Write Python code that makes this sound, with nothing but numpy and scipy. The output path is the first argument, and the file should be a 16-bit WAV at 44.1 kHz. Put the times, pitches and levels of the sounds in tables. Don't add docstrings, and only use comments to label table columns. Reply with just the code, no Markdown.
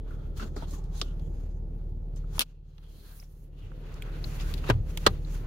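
import sys
import numpy as np
from scipy import signal
from scipy.fft import rfft, irfft, next_fast_len
from scipy.io import wavfile
from scipy.ndimage import uniform_filter1d

SR = 44100
rng = np.random.default_rng(int(sys.argv[2]) if len(sys.argv) > 2 else 0)


def master_out(mix):
    frames = np.transpose(np.atleast_2d(mix))
    ceiling = np.clip(frames, -1, 1)
    pcm = np.round(ceiling * 32767).astype(np.int16)
    wavfile.write(sys.argv[1], SR, pcm)


def voltage_ratio(decibels):
    exponent = np.asarray(decibels, float) / 20
    return 10 ** exponent


N = 241006
T = np.arange(N) / SR
COARSE = 64
FAST = next_fast_len(N)


def level(x, db):
    return x * voltage_ratio(db) / np.sqrt(np.mean(x ** 2))


def shape(table, size):
    hz, value = np.transpose(table)[:2]
    bins = np.arange(size // 2 + 1) * SR / size
    return np.interp(np.log(bins + 1), np.log(hz), value)


def band(x, lo_hz, hi_hz, order=3):
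    return signal.sosfilt(signal.butter(order, [lo_hz, hi_hz], "band", fs=SR, output="sos"), x)


def walk(rate):
    k = int(SR / rate)
    steps = np.repeat(rng.standard_normal(N // 300), k)[:N]
    return 1.262 * uniform_filter1d(uniform_filter1d(steps, k), k)


def pan(db):
    return voltage_ratio(np.array([db / 2, -db / 2]))


def pair(likeness):
    mid, side = rng.standard_normal((2, N))
    return np.sqrt((1 + likeness) / 2) * mid + np.sqrt((1 - likeness) / 2) * side * np.array([[1], [-1]])


def ports(size, alike_hz):
    mid, side = rng.standard_normal((2, size))
    side = signal.sosfilt(signal.butter(2, alike_hz, "high", fs=SR, output="sos"), side)
    return np.array([mid + side, mid - side])


def ramp(span):
    return np.interp(T, span, (0, 1))


def swell(s, rise, fall, db):
    t = T[::COARSE]
    return voltage_ratio(2 * (db - 20 * np.maximum((s - t) / rise, (t - s) / fall)))


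def drag(start, end, db):
    t = T[::COARSE]
    bite_s, let_go_s = .005, .02
    outside = np.maximum((start - t) / bite_s, (t - end) / let_go_s)
    return voltage_ratio(2 * (db - 20 * np.maximum(outside, 0)))


def smooth(power):
    return np.interp(T, T[::COARSE], np.sqrt(power))


def add(out, s, sound):
    i = int(s * SR)
    out[:, i:i + sound.shape[1]] += sound[:, :N - i]


def engine():
    # t/s, firing rate/Hz
    firing = [
        (0, 36.8),
        (.6, 37.0),
        (1.4, 37.15),
        (1.85, 37.3),
        (2.2, 36.7),
        (3.8, 36.5),
        (4.6, 36.85),
        (5.46, 36.9),
    ]
    # multiple, level/dB, unsteadiness/dB
    orders = [(.5, -29.5, 6.5), (1., 1.5, 0.5), (1.5, -24.5, 2), (2., -10, 2), (2.5, -25.5, 4),
              (3., -17, 0.5), (3.5, -23.5, 2.5), (4.5, -18, 3), (5., -33.5, 3.5)]
    # f/Hz, level/dB
    rumble_colour = [(18, -16), (26, -9.5), (48, -6), (65, -8), (135, -16), (165, -18.5), (228, -23),
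                     (330, -24.5), (432, -25.5), (560, -32.5), (741, -39.5), (864, -37), (1000, -49),
                     (1600, -63)]
    # f/Hz, likeness (1 = the same)
    likeness = [(60, 0.92), (130, 0.7), (290, 0.86), (640, 0.37), (1410, -1.3), (3100, -0.61),
                (6820, -0.32), (15000, 0.01)]
    hum_db, rumble_db = -37, -42.5

    speed = np.interp(T, *np.transpose(firing)) * (1 + .0015 * walk(3))
    phase = 2 * np.pi * (np.cumsum(speed / SR) + .665)
    hum = 0
    for k, db, wobble_db in orders:
        hum = hum - voltage_ratio(db + wobble_db * walk(9)) * np.cos(k * phase + .07 * k * walk(6))
    console_boom_db, seat_boom_db = -15, -10.5
    boom_db = console_boom_db + (seat_boom_db - console_boom_db) * ramp((2, 2.3))
    hum = hum - voltage_ratio(boom_db + 1.4 * walk(10)) * np.cos(4 * phase + 0.49)

    colour = voltage_ratio(shape([*rumble_colour, (6000, -88)], FAST))
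    like = np.clip(shape(likeness, FAST), 0, 1)
    mid = irfft(rfft(rng.standard_normal(FAST)) * colour * np.sqrt(1 + like), FAST)[:N]
    side = irfft(rfft(rng.standard_normal(FAST)) * colour * np.sqrt(1 - like), FAST)[:N]
    puffs = voltage_ratio(0.9 * np.cos(phase) + 1.7 * walk(8.7))
    rumble = np.array([mid + side, mid - side]) * puffs
    return np.sqrt(2) * voltage_ratio(hum_db) * hum + level(rumble, rumble_db)


def hiss():
    return level(band(pair(0), 10500, 17000, order=1), -87)


def gain_db():
    # t/s, depth/dB, hold/s, recovery time constant/s
    ducks = [
        (-.1, 3.4, .05, .25),
        (2.394, 13.7, 1.1, .4),
        (4.75, 3.2, .8, .4),
    ]
    creep_db_s, attack_s = 1.5, .016
    console_db, cushion_db = 1.1, 5
    db = console_db + (cushion_db - console_db) * ramp((3.9, 4.7))
    for s, depth_db, hold, release in ducks:
        held = depth_db - creep_db_s * np.clip(T - s, 0, hold)
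        onset = ramp((s - attack_s / 2, s + attack_s / 2))
        db = db - held * onset * np.exp(-np.maximum(T - s - hold, 0) / release)
    return db


def strokes(grain):
    # peak t/s, 20 dB rise/s, 20 dB fall/s, level/dB, brightness/dB
    palm = [
        (.11, 0.18, 0.26, -66, -1),
        (.28, 0.34, 0.25, -71, 3.5),
        (1.13, 0.15, 0.45, -70, 3),
        (1.4, 0.28, 0.33, -67, -3),
        (1.8, .8, 0.89, -76.5, 4),
        (2.2, .2, 0.31, -70, -3),
    ]
    finger = [(.375, 0.021, 0.15, -61.5, 10.5), (.40, .012, .1, -56, -2), (.425, 0.05, 0.07, -53, -4),
              (.585, 0.05, .13, -58, -1), (.70, .03, 0.14, -65.5, 10), (.75, 0.13, 0.075, -62, 9),
              (.85, 0.044, 0.073, -72.5, 3), (.95, 0.04, 0.15, -64, 9), (1.0, 0.091, 0.1, -60, 6),
              (2.17, .04, 0.078, -72, 3.5), (2.33, .05, 0.088, -65, 3.5), (2.37, 0.076, 0.078, -57.5, 5.5),
              (2.5, .08, 0.085, -74.5, 1), (2.68, .08, 0.22, -83, 6)]
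    sleeve = [
        (2.84, 0.12, 0.12, -69.5, -9),
        (2.9, .07, 0.46, -73, 3.5),
        (3.08, 0.18, 0.25, -69, 2.5),
        (3.17, 0.21, 0.16, -69, 6),
        (3.44, .45, .07, -83, 10),
    ]
    seat = [(3.61, .12, 0.35, -70.5, -3), (3.92, 0.38, 0.69, -61, -8.5), (4.14, 0.48, 0.73, -58, -6.5),
            (4.245, .012, .5, -63, 9), (4.3, 0.15, .5, -59, 3), (4.4, 0.22, .4, -59, 0),
            (4.52, 0.38, 0.25, -56.5, 0), (4.68, .1, 0.089, -48.5, -3), (4.9, 0.094, 0.29, -61.5, 2),
            (5.02, .15, .15, -66, 8), (5.06, 0.08, .15, -55, -3), (5.15, 0.11, 0.18, -64.5, -2),
            (5.29, 0.13, 0.24, -61.5, -3), (5.35, 0.12, .1, -59.5, 7), (5.46, 0.22, .2, -60, -12)]
    # body, drag, scrape, hiss, air level/dB, then left minus right/dB
    palm_mix, finger_mix = (0.4, -10.5, -9.5, -14.5, -12, 0.5), (0.9, -13.5, -4, -7, -9, 1.5)
    sleeve_mix, seat_mix = (-0.5, -9, -6.5, -7.5, 2, -0.8), (.1, -5, -6, -8, -6.5, 0)
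    bright_share = (0, .15, .35, .9, 1)
    # f/Hz, width/Hz, level/dB
    skin = [
        [(1300, 710, -0.58), (787, 780, 0.076)],
        [(1940, 600, -1), (2580, 820, 0)],
        [(3490, 1100, -0.97), (4300, 820, -1)],
        [(6470, 1500, 0), (5300, 950, -5.5), (7600, 1000, -14)],
        [(10760, 3000, 0.5), (13800, 5600, 0.5), (9500, 500, -7.5)],
    ]

    materials = [(finger, finger_mix), (sleeve, sleeve_mix), (seat, seat_mix), (palm, palm_mix)]
    slips, bins = rfft(grain, FAST), np.arange(FAST // 2 + 1) * SR / FAST
    out = 0
    for k, peaks in enumerate(skin):
        power = sum(voltage_ratio(2 * g) / (1 + (2 * (bins - hz) / width) ** 2) ** 2 for hz, width, g in peaks)
        effort = 0
        for rows, mix in materials:
            sides = pan(mix[-1])[:, None] ** 2
            for *stroke, bright_db in rows:
                part_db = mix[k] + bright_share[k] * bright_db
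                effort = effort + sides * voltage_ratio(2 * part_db) * swell(*stroke)
        ringing = level(irfft(slips * np.sqrt(power), FAST)[:, :N], 0.64)
        out = out + np.array([smooth(e) for e in effort]) * voltage_ratio(1.8 * walk(35)) * ringing
    return out


def squeaks(grain):
    # peak t/s, 20 dB rise/s, 20 dB fall/s, level/dB, f/Hz
    songs = [(.112, .02, .3, -64, 1350), (.2, .5, 0.36, -76, 3300), (.6, .06, .1, -62, 1300),
             (.74, 0.17, .3, -63.5, 1100), (1.35, .5, .6, -84, 5000), (2.5, .1, 0.15, -76.5, 2705),
             (2.9, .25, 0.28, -72, 3200), (2.97, .3, .25, -72, 4100), (3.62, .12, 0.22, -71, 2900)]
    out = np.zeros((2, N))
    for *stroke, hz in songs:
        hollow = signal.lfilter(*signal.iirpeak(hz, 1 / .11, fs=SR), grain)
        out += smooth(swell(*stroke)) * voltage_ratio(1.9 * walk(30)) * level(hollow, 0)
    return out


def scrapes(grain):
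    # start t/s, end t/s, level/dB, f/Hz
    drags = [(.396, .414, -48, 1370), (.42, .443, -53, 1400), (.396, .44, -62, 4400),
             (.396, .435, -62, 2700), (2.161, 2.18, -66, 6400), (.435, .465, -66, 6600),
             (.606, .614, -58, 1350), (.624, .645, -62, 3200), (.624, .64, -54, 900),
             (.563, .573, -54, 4600), (.563, .573, -52, 1250), (.563, .57, -58, 6800),
             (.575, .615, -64, 4100), (.68, .79, -66, 6600), (.68, .72, -66, 4200), (.955, 1.0, -63, 6300),
             (.955, 1.012, -63, 4000), (.973, .992, -64, 10300), (1.2, 1.28, -77, 3300),
             (1.22, 1.45, -78, 6700), (1.22, 1.42, -82, 11000), (1.49, 1.58, -80, 6500),
             (2.36, 2.382, -65, 6500), (2.36, 2.384, -62, 10200), (3.0, 3.12, -74, 4200),
             (3.03, 3.16, -74, 1600), (3.235, 3.245, -66, 5600), (3.59, 3.67, -76, 3000),
             (4.39, 4.42, -56, 2600), (4.4, 4.422, -58, 5000), (4.641, 4.647, -49, 2700),
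             (4.641, 4.65, -52, 1100), (4.672, 4.687, -55, 2700), (4.69, 4.696, -56, 11500),
             (1.03, 1.12, -66, 3000), (1.04, 1.13, -68, 1400), (.78, 1.0, -64, 800),
             (4.686, 4.698, -47, 3800), (4.69, 4.698, -45, 1900), (4.41, 4.5, -58, 1500),
             (4.0, 4.2, -63, 1500), (5.056, 5.064, -50, 1400)]
    out = np.zeros((2, N))
    for start, end, db, hz in drags:
        near = slice(max(int((start - 1 / 8) * SR), 0), int((end + 1 / 4) * SR))
        hollow = signal.lfilter(*signal.iirpeak(hz, 1 / .12, fs=SR), grain[:, near])
        effort = smooth(drag(start, end, db)) * voltage_ratio(1.8 * walk(120))
        out[:, near] += effort[near] * level(hollow, 0)
    return out


def rub():
    slip_db = np.minimum(1.8 * rng.exponential(size=N), 12)
    grain = pair(.1) * voltage_ratio(slip_db + 1.1 * walk(70))
    return strokes(grain) + squeaks(grain) + scrapes(grain)


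def ticks(events, octaves, edge_db, t60):
    out, t = np.zeros((2, N)), T[:4096]
    spike_db, spike_s = 2, .001
    for s, db, hz, *pan_db in events:
        crack = ports(4096, 600.0)
        fall = voltage_ratio(-60 * t / t60) + voltage_ratio(spike_db) * np.exp(-t / spike_s)
        fall = fall * np.minimum(t / 0.00046, 1)
        half = 2 ** (octaves / 2)
        core = band(crack * fall, hz / half, hz * half, order=2)
        edge = band(crack, 1200, 15000) * fall
        tick = core / np.abs(core).max() + voltage_ratio(edge_db) * edge / np.abs(edge).max()
        add(out, s, tick * voltage_ratio(db + 2.5) * pan(sum(pan_db))[:, None])
    return out


def small_contacts():
    # t/s, peak level/dB, centre f/Hz, left minus right/dB if off centre
    ping_events = [(.107, -46, 1330, 2), (.397, -36, 1370), (.425, -41.5, 1450), (2.240, -54.5, 1300),
                   (3.199, -46, 5400), (4.241, -32, 4300, 8), (5.248, -47.5, 4000)]
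    creak_events = [(.564, -44, 4580, 2.5), (.709, -43.5, 6640), (2.161, -52, 6400), (2.165, -59, 3300),
                    (4.398, -39, 2900), (4.41, -39, 4800), (4.578, -41, 3370)]
    tap_events = [(.415, -36.5, 220), (.427, -32.5, 294), (.440, -38, 230), (.455, -38, 294),
                  (.563, -33.5, 400), (.570, -36, 300), (.623, -34, 605), (.627, -40, 260),
                  (1.016, -35, 310), (2.396, -36.5, 380), (4.6905, -22, 300)]
    dull_events = [(.565, -40, 1300), (.625, -42, 1200), (2.381, -31, 915), (2.380, -38, 3000),
                   (2.781, -49, 3200), (2.782, -54, 900), (3.195, -52.5, 1960), (3.226, -49, 1900),
                   (3.228, -51, 700), (3.717, -43, 1100), (4.242, -37, 2100), (4.6405, -33, 1300),
                   (4.974, -39, 694)]
    click_events = [(.840, -54.5, 6000), (1.1955, -54, 4000, -2), (3.941, -48, 5500),
                    (4.022, -33, 2660, -4.5), (4.539, -35, 3600, 14), (5.0655, -15, 4200),
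                    (4.9735, -27, 3000, -3.5), (4.974, -35, 6200, -3), (4.9728, -39, 10300, -3),
                    (5.105, -50, 12500)]
    # width/octaves, edge level/dB, 60 dB fall/s
    ping, creak, tap, thock, click = (0.25, -16, 0.035), (0.97, -11, 0.093), (1.05, -23, .075), (0.97, -21, 0.025), (0.99, -3,
                                                                                               .032)
    out = ticks(tap_events, *tap) + ticks(ping_events, *ping) + ticks(dull_events, *thock)
    return out + ticks(click_events, *click) + ticks(creak_events, *creak)


def grip():
    # peak t/s, 20 dB rise/s, 20 dB fall/s, level/dB, creak over thump/dB
    shakes = [
        (.46, .3, .45, -37.5, -13),
        (3.84, .4, 1, -44, -8),
        (4.13, 0.76, 0.97, -46, 0),
        (4.262, 0.28, 0.64, -36, -20),
        (4.95, 0.34, .3, -49.5, 3.5),
        (5.112, 0.18, .17, -36, -8.5),
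    ]
    thump = smooth(sum(swell(*stroke) for *stroke, _ in shakes))
    creak = smooth(sum(swell(*stroke) * voltage_ratio(2 * creak_db) for *stroke, creak_db in shakes))
    return thump * level(band(pair(.8), 55, 130), -5.5) + creak * level(band(pair(0.81), 193, 516), -4.5)


def swings():
    # t/s, f/Hz, level/dB, 60 dB fall/s
    panels = [(4.700, 115, -15, 0.21), (4.751, 97.8, -12, 0.11), (4.766, 106.7, -17.5, 0.13),
              (4.72, 62, -23, .3), (4.80, 48, -23, .3), (4.80, 66.3, -24, .2), (4.885, 66, -29.5, 0.17),
              (5.068, 105, -21, 0.146), (5.105, 78, -23.5, 0.21), (5.10, 120, -30.5, 0.22),
              (5.066, 195., -23.5, 0.11), (3.63, 94, -29, 0.14), (5.4, 105., -34.5, 0.23),
              (.420, 213, -31, 0.14), (0.41, 240, -39, .1), (.563, 276, -36.5, .08),
              (.563, 820., -41.5, 0.068), (0.73, 280., -38, 0.073), (0.72, 560, -45, 0.047),
              (2.395, 250., -38.5, 0.12)]
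    out, t = np.zeros((2, N)), T[:SR // 2]
    for s, hz, db, t60 in panels:
        swing = np.sin(2 * np.pi * hz * t + np.array([[-.2], [.2]]))
        rise = np.minimum(t * hz, 1)
        add(out, s, voltage_ratio(db - 60 * t / t60) * rise * swing)
    return out


def blows(events, tone, modes, ring_db, tail_db, tail_s, tail_hz):
    out, t = np.zeros((2, N)), T[:8192]
    hardest_db = max(row[1] for row in events)
    for s, db, contact_ms, pan_db in events:
        rough = level(irfft(rfft(ports(8192, 700.)) * voltage_ratio(shape(tone, 8192)), 8192), 0)
        push = np.minimum(t / .0002, 1) * np.exp(-1000 * t / contact_ms)
        bell = 0
        for hz, g, t60 in modes:
            start = rng.random((2, 1)) * min(hz / 4500, 1)
            bell = bell + voltage_ratio(g - 60 * t / t60) * np.sin(2 * np.pi * (hz * t + start))
        bell = voltage_ratio(ring_db + 2 * (db - hardest_db)) * bell / np.abs(bell).max()
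        tail_fall = voltage_ratio(tail_db - 60 * t / tail_s) * np.minimum(t / 0.0054, 1)
        tail = tail_fall * band(rough, 100, tail_hz, order=1)
        add(out, s, (rough * push + tail + bell) * voltage_ratio(db - 3.5) * pan(pan_db)[:, None])
    return out


def lid():
    # t/s, peak level/dB, contact/ms, left minus right/dB
    latch = [
        (1.0147, -13.5, 1.92, 1),
    ]
    snap = [
        (2.3935, -3.5, 0.6, 0.),
    ]
    rattle = [
        (2.4074, -12.5, 1.1, -.5),
        (2.4105, -24, 2.5, -.5),
        (2.4146, -14.5, 0.9, -2.),
        (2.4185, -17, 1.2, -1.),
        (2.4215, -24, 3, 0.),
    ]
    # f/Hz, level/dB
    latch_tone, snap_tone, rattle_tone = [(500, -30), (950, -21.5), (1200, -8), (1850, -24), (2300, -27),
                                          (3560, -5), (4100, -13), (4800, -10), (6500, -20), (15000, -46.5),
                                          (16500, -46)], [(290, -41.5), (500, -15), (1350, -8.5),
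                                                              (1790, -7.5), (3660, -3), (8060, -14),
                                                              (10500, -1.5), (14900, -7), (16500, -23)], [(290, -41), (500, -10.5),
                                                                                 (1370, -6.5), (1920, -19),
                                                                                 (2540, -3.5), (3880, -1.5),
                                                                                 (6960, -11), (10300, -11),
                                                                                 (15300, -16.5),
                                                                                 (16500, -31.5)]
    # f/Hz, level/dB, 60 dB fall/s
    latch_modes, snap_modes, rattle_modes = [(3560, 3, 0.045), (3960, -6, .035), (3090, -6.5, 0.044),
                                             (4680, -7, .03), (1127, -18, .03), (1730, -17.5, .03)], [(3272, 1, 0.016), (10380, 3, 0.0098),
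                                                                  (4450, -8, .012)], [(2640, 1, .06),
                                                                                      (3900, -5, .05),
                                                                                      (6400, -5, .05)]
    out = blows(latch, latch_tone, latch_modes, -10, -15.5, 0.056, 12000.)
    out = out + blows(snap, snap_tone, snap_modes, -2, -17, 0.1, 15000.)
    out = out + blows(rattle, rattle_tone, rattle_modes, -15, -14, .17, 7000.)
    stilled_s = 2.447
    return out * np.clip((stilled_s - T) / .025, 0, 1) ** 2


def hand():
    # t/s, peak level/dB, contact/ms, left minus right/dB
    thud = [
        (4.691, -28, 5.4, 1.4),
        (4.6995, -12, 2.5, 3.4),
        (4.7025, -12, 3, 2.),
        (4.707, -16, 3, 2.),
        (4.737, -41, 5., 2.),
    ]
    knock = [
        (5.0642, -6, 2, -0.91),
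        (5.0658, -3.5, 2.5, .3),
        (5.068, -4, 2, 0.3),
        (5.0715, -6.5, 2, 0.3),
        (5.0745, -12, 2.5, 0.3),
    ]
    # f/Hz, level/dB
    thud_tone, knock_tone = [(120, -52), (220, -6), (542, -13), (1050, -15), (3190, -24.5), (4700, -33.5),
                             (5160, -36.5), (13000, -48), (16500, -53)], [(210, -33), (290, -11.5), (430, -2), (560, -2), (700, -9),
                                                (1000, 0), (1300, -3), (1550, -3.5), (2230, -16),
                                                (4190, -6), (4920, -18.5), (12000, -31), (16500, -44.5)]
    # f/Hz, level/dB, 60 dB fall/s
    thud_modes, knock_modes = [(980, -2, 0.048), (1480, 1, 0.03), (431, 1.5, 0.073), (2400, -12, 0.041)], [(430, 0, 0.075), (779, 1, 0.07), (1013, 2, 0.055),
                                                   (1190, 4.5, 0.045), (610, -1, .06), (1548, 1, 0.045),
                                                   (1827, -5, .035), (2420, -6, .03), (2900, -3, .03),
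                                                   (4250, 0, 0.028)]
    out = blows(thud, thud_tone, thud_modes, -2, -12, .065, 3500.)
    return out + blows(knock, knock_tone, knock_modes, -1, -19, 0.065, 3000.)


def scene():
    background = (engine() + hiss()) * voltage_ratio(gain_db())
    return background + rub() + small_contacts() + grip() + swings() + lid() + hand()


def low_pass(x):
    return signal.sosfilt(signal.butter(12, 16620, fs=SR, output="sos"), x)


def record(dry):
    x = signal.sosfilt(signal.butter(1, 8, "high", fs=SR, output="sos"), dry)
    x = signal.sosfilt(signal.ellip(5, .3, 22, 15700, fs=SR, output="sos"), x)
    return low_pass(np.clip(x, -1, 1))


dry = scene()
out = record(dry)
master_out(out)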